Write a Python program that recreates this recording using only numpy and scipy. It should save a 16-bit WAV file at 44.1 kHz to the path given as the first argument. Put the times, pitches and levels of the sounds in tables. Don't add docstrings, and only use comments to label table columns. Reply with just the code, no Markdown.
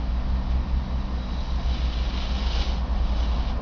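import sys
import numpy as np
from scipy import signal
from scipy.fft import rfft, irfft
from scipy.io import wavfile

SR = 44100
rng = np.random.default_rng(int(sys.argv[2]) if len(sys.argv) > 2 else 0)


def master(y):
    cut = np.clip(np.atleast_2d(y).T, -1, 1)
    pcm = np.round(cut * 32767)
    wavfile.write(sys.argv[1], SR, pcm.astype(np.int16))


N = 159201


def undb(db):
    return 10 ** (np.asarray(db) / 20)


def unit(x):
    return x / np.sqrt(np.mean(x ** 2))


def noise():
    return rng.standard_normal(N)


def curve(table, column=1):
    rows = np.array(table, float)
    return np.interp(np.arange(N) / SR, rows[:, 0], rows[:, column])


def walk(rate_hz):
    f_hz = np.arange(N + 1) * SR / (2 * N)
    spectrum = rfft(rng.standard_normal(2 * N)) * np.exp(-(f_hz / rate_hz) ** 2)
    return unit(irfft(spectrum)[:N])


def ring(x, response):
    size = len(response)
    running = np.concatenate([x[-size:], x])
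    return signal.fftconvolve(running, response)[size:size + N]


def colour(x, points):
    size = 16384
    hz, db = np.array(points, float).T
    f_hz = np.maximum(np.arange(size // 2 + 1) * SR / size, 1)
    gain = undb(np.interp(np.log(f_hz), np.log(hz), db))
    cepstrum = irfft(np.log(gain))
    cepstrum[1:size // 2] *= 2
    cepstrum[size // 2 + 1:] = 0
    return ring(x, irfft(np.exp(rfft(cepstrum))))


def mode(hz, width_hz):
    t_s = np.arange(SR // 10) / SR
    return width_hz * np.exp(-np.pi * width_hz * t_s) * np.cos(2 * np.pi * hz * t_s)


def resonant_noise(source, hz, width_hz):
    note = mode(hz, width_hz)
    return unit(ring(ring(source, note), note))


def tone(hz, db):
    phase = 2 * np.pi * np.cumsum(hz) / SR
    return np.sqrt(2) * undb(db) * np.sin(phase)


def gas_bursts():
    bursts_per_s, size_spread_db = 3400, 3.5
    sputter_db, sputter_hz = 0.75, 40
    happens = rng.random(N) < bursts_per_s / SR
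    size_db = size_spread_db * np.clip(noise(), -2, 2)
    sign = np.sign(noise())
    return happens * undb(size_db) * sign * undb(sputter_db * walk(sputter_hz))


def dish_gain():
    # (centre [Hz], width [Hz], relative peak level [dB])
    dish_modes = [(2160, 30, -8), (2347, 16, -4), (2643, 24, -7), (2848, 15, -1), (2912, 16, -2),
                  (3036, 24, 0), (3090, 15, -1), (3262, 22, -1), (3424, 18, -2), (3494, 16, 1),
                  (3688, 20, -1.5), (3795, 20, -3), (3892, 36, 2), (4064, 20, -1), (4134, 20, 1),
                  (4312, 20, -2), (4554, 22, -3), (4969, 20, 0), (5163, 26, -1), (5862, 26, -2)]
    peaks_db = 8
    f_hz = np.arange(1, SR // 2, 2.)
    power = 0
    for hz, width_hz, db in dish_modes:
        detune = 2 * (f_hz - hz) / width_hz
        power = power + undb(db + peaks_db) ** 2 / (1 + detune ** 2)
    return np.column_stack([f_hz, 10 * np.log10(1 + power)])


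def add_room(direct):
    room_db, t60_s = -8.5, .22
    t_s = np.arange(SR // 2) / SR
    decay = np.exp(-np.log(1000) * t_s / t60_s)
    room = unit(ring(direct, rng.standard_normal(len(t_s)) * decay))
    return unit(direct + undb(room_db) * room)


def tilt_brightness(hiss):
    # (time [s], gain above the split and cut below it [dB])
    brightness = [(0, -0.5), (1.5, 4), (1.75, -1), (2.25, -1), (2.45, 0.5), (2.62, 1), (2.75, 0.7),
                  (3.2, 0), (3.5, -1.5)]
    split_hz = 3940
    low_pass = signal.butter(2, split_hz, fs=SR, output="sos")
    body = signal.sosfiltfilt(low_pass, hiss)
    tilt = undb(curve(brightness))
    return body / tilt + (hiss - body) * tilt


def fizz():
    # (frequency [Hz], relative level [dB])
    burst_colour = [(200, -4.5), (370, 6.5), (900, 2), (1500, -1.5), (2000, -1.5), (2600, -1), (3000, 2),
                    (4000, 0.1), (4700, -1.5), (5300, -3), (5900, -7.5), (6600, -20), (7300, -36)]
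    # (time [s], hiss level before the brightness tilt [dB])
    reaction = [(0, -55.5), (.48, -55.5), (.505, -49), (.56, -55.5), (1.1, -54.5), (1.36, -48), (1.56, -48),
                (1.65, -44.5), (1.76, -40), (1.88, -42.5), (1.98, -40), (2.09, -40.7), (2.23, -38),
                (2.31, -39.5), (2.39, -37.5), (2.44, -38), (2.57, -35.5), (2.62, -32.5), (2.67, -37.5),
                (2.78, -44.5), (2.83, -54.5), (3.02, -48), (3.25, -41), (3.31, -44.7), (3.45, -44.5),
                (3.5, -42), (3.56, -56.5), (3.61, -67)]
    direct = unit(colour(colour(gas_bursts(), burst_colour), dish_gain()))
    hiss = add_room(direct)
    return undb(curve(reaction)) * tilt_brightness(hiss)


def sizzle():
    # (time [s], level [dB])
    sizzle_level = [(0, -62), (1.1, -59.5), (1.25, -50.5), (1.34, -54.5), (1.39, -46.5), (1.45, -56.5),
                    (1.7, -52.5), (2.21, -52.5), (2.46, -53), (2.6, -49), (2.83, -67), (3.25, -52.5),
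                    (3.49, -56), (3.6, -69)]
    note_hz, pass_width_hz = 3900, 190
    return resonant_noise(noise(), note_hz, pass_width_hz) * undb(curve(sizzle_level))


def drone(fan, overtones_db, wander):
    waver_db, waver_hz = 1.56, 2.8
    hz = curve(fan) * wander
    total = 0
    for harmonic, db in enumerate(overtones_db, start=1):
        level_db = curve(fan, column=2) + db + waver_db * walk(waver_hz)
        total = total + tone(harmonic * hz, level_db)
    return total


def fan_drones():
    # (time [s], pitch before wander [Hz], level before waver [dB])
    slowing_fan = [(0, 58.45, -26), (.4, 59.86, -25.5), (.9, 59.34, -30), (1.3, 58.92, -28.5),
                   (1.7, 58.34, -27.5), (2.1, 58.9, -28.5), (2.5, 58.06, -27.5), (2.9, 57.42, -23.5),
                   (3.6, 55.68, -27)]
    # (time [s], pitch before wander [Hz], level before overtones and waver [dB])
    rising_fan = [(0, 65.33, -35.5), (.4, 64.48, -26.5), (.9, 64.23, -28.5), (1.3, 64.05, -33),
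                  (1.7, 64.95, -27.5), (2.1, 64.87, -33.5), (2.5, 65.82, -32), (2.9, 67.08, -30),
                  (3.6, 68.2, -34)]
    rising_overtones = [-2.5, -12.5, -16]
    speed_spread, wander_hz = 0.003, 4.0
    wander = 1 + speed_spread * walk(wander_hz)
    return drone(slowing_fan, [0], wander) + drone(rising_fan, rising_overtones, wander)


def motor_whine():
    # (mean pitch [Hz], pitch waver rms [Hz], level before waver [dB])
    motor_tones = [(192.4, 4.95, -48), (242.3, 3.5, -49), (296.5, 6, -56.5), (1824, 2.6, -62.5)]
    level_waver_db = 2.5
    total = 0
    for hz, waver_hz, db in motor_tones:
        total = total + tone(hz + waver_hz * walk(12), db + level_waver_db * walk(11.0))
    return total


def duct_rush():
    # (frequency [Hz], relative level [dB])
    rush_colour = [(250, -29), (420, -2.5), (520, 1), (750, 1), (1080, 1), (1300, -10.5), (1800, -26),
                   (3000, -59)]
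    # (time [s], level before waver [dB])
    rush_level = [(0, -45), (1.0, -45), (1.5, -44), (1.7, -45.5), (2.1, -46), (2.6, -42.5), (2.9, -42),
                  (3.15, -42), (3.6, -40)]
    waver_db, waver_hz = .5, 8.7
    level_db = curve(rush_level) + waver_db * walk(waver_hz)
    return unit(colour(noise(), rush_colour)) * undb(level_db)


def duct_notes():
    # (centre [Hz], width per pass [Hz], relative level [dB])
    resonances = [(677, 16, 0), (735.4, 16, 0)]
    # (time [s], level [dB])
    notes_level = [(0, -48.5), (.4, -52), (1.0, -61), (1.54, -62), (1.61, -47), (1.7, -46), (1.87, -65),
                   (2.6, -61), (2.95, -48.5), (3.2, -55), (3.6, -51)]
    draught = noise()
    notes = 0
    for hz, width_hz, db in resonances:
        notes = notes + undb(db) * resonant_noise(draught, hz, width_hz)
    return unit(notes) * undb(curve(notes_level))


def room_air():
    # (frequency [Hz], relative level [dB])
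    air_colour = [(10, -24.5), (20, -1), (29, 4), (36, 1), (44, 2.5), (52, -11.5), (75, -8), (110, -16),
                  (150, -13.5), (200, -15.5), (260, -18.5), (330, -24.5), (400, -30.5), (700, -29.5),
                  (1100, -30.5), (1400, -34), (2200, -38), (3500, -41), (4800, -42), (5600, -47.5),
                  (6300, -57.5), (7200, -79)]
    level_db = -29.5
    return unit(colour(noise(), air_colour)) * undb(level_db)


def scene():
    reaction = fizz() + sizzle()
    fans = fan_drones() + motor_whine() + duct_rush() + duct_notes()
    return (reaction + fans + room_air())[None]


def record(dry):
    top_hz, ripple_db, stop_db = 7200, .2, 70
    low_pass = signal.ellip(8, ripple_db, stop_db, top_hz, fs=SR, output="sos")
    return signal.sosfilt(low_pass, dry)


dry = scene()
out = record(dry)
master(out)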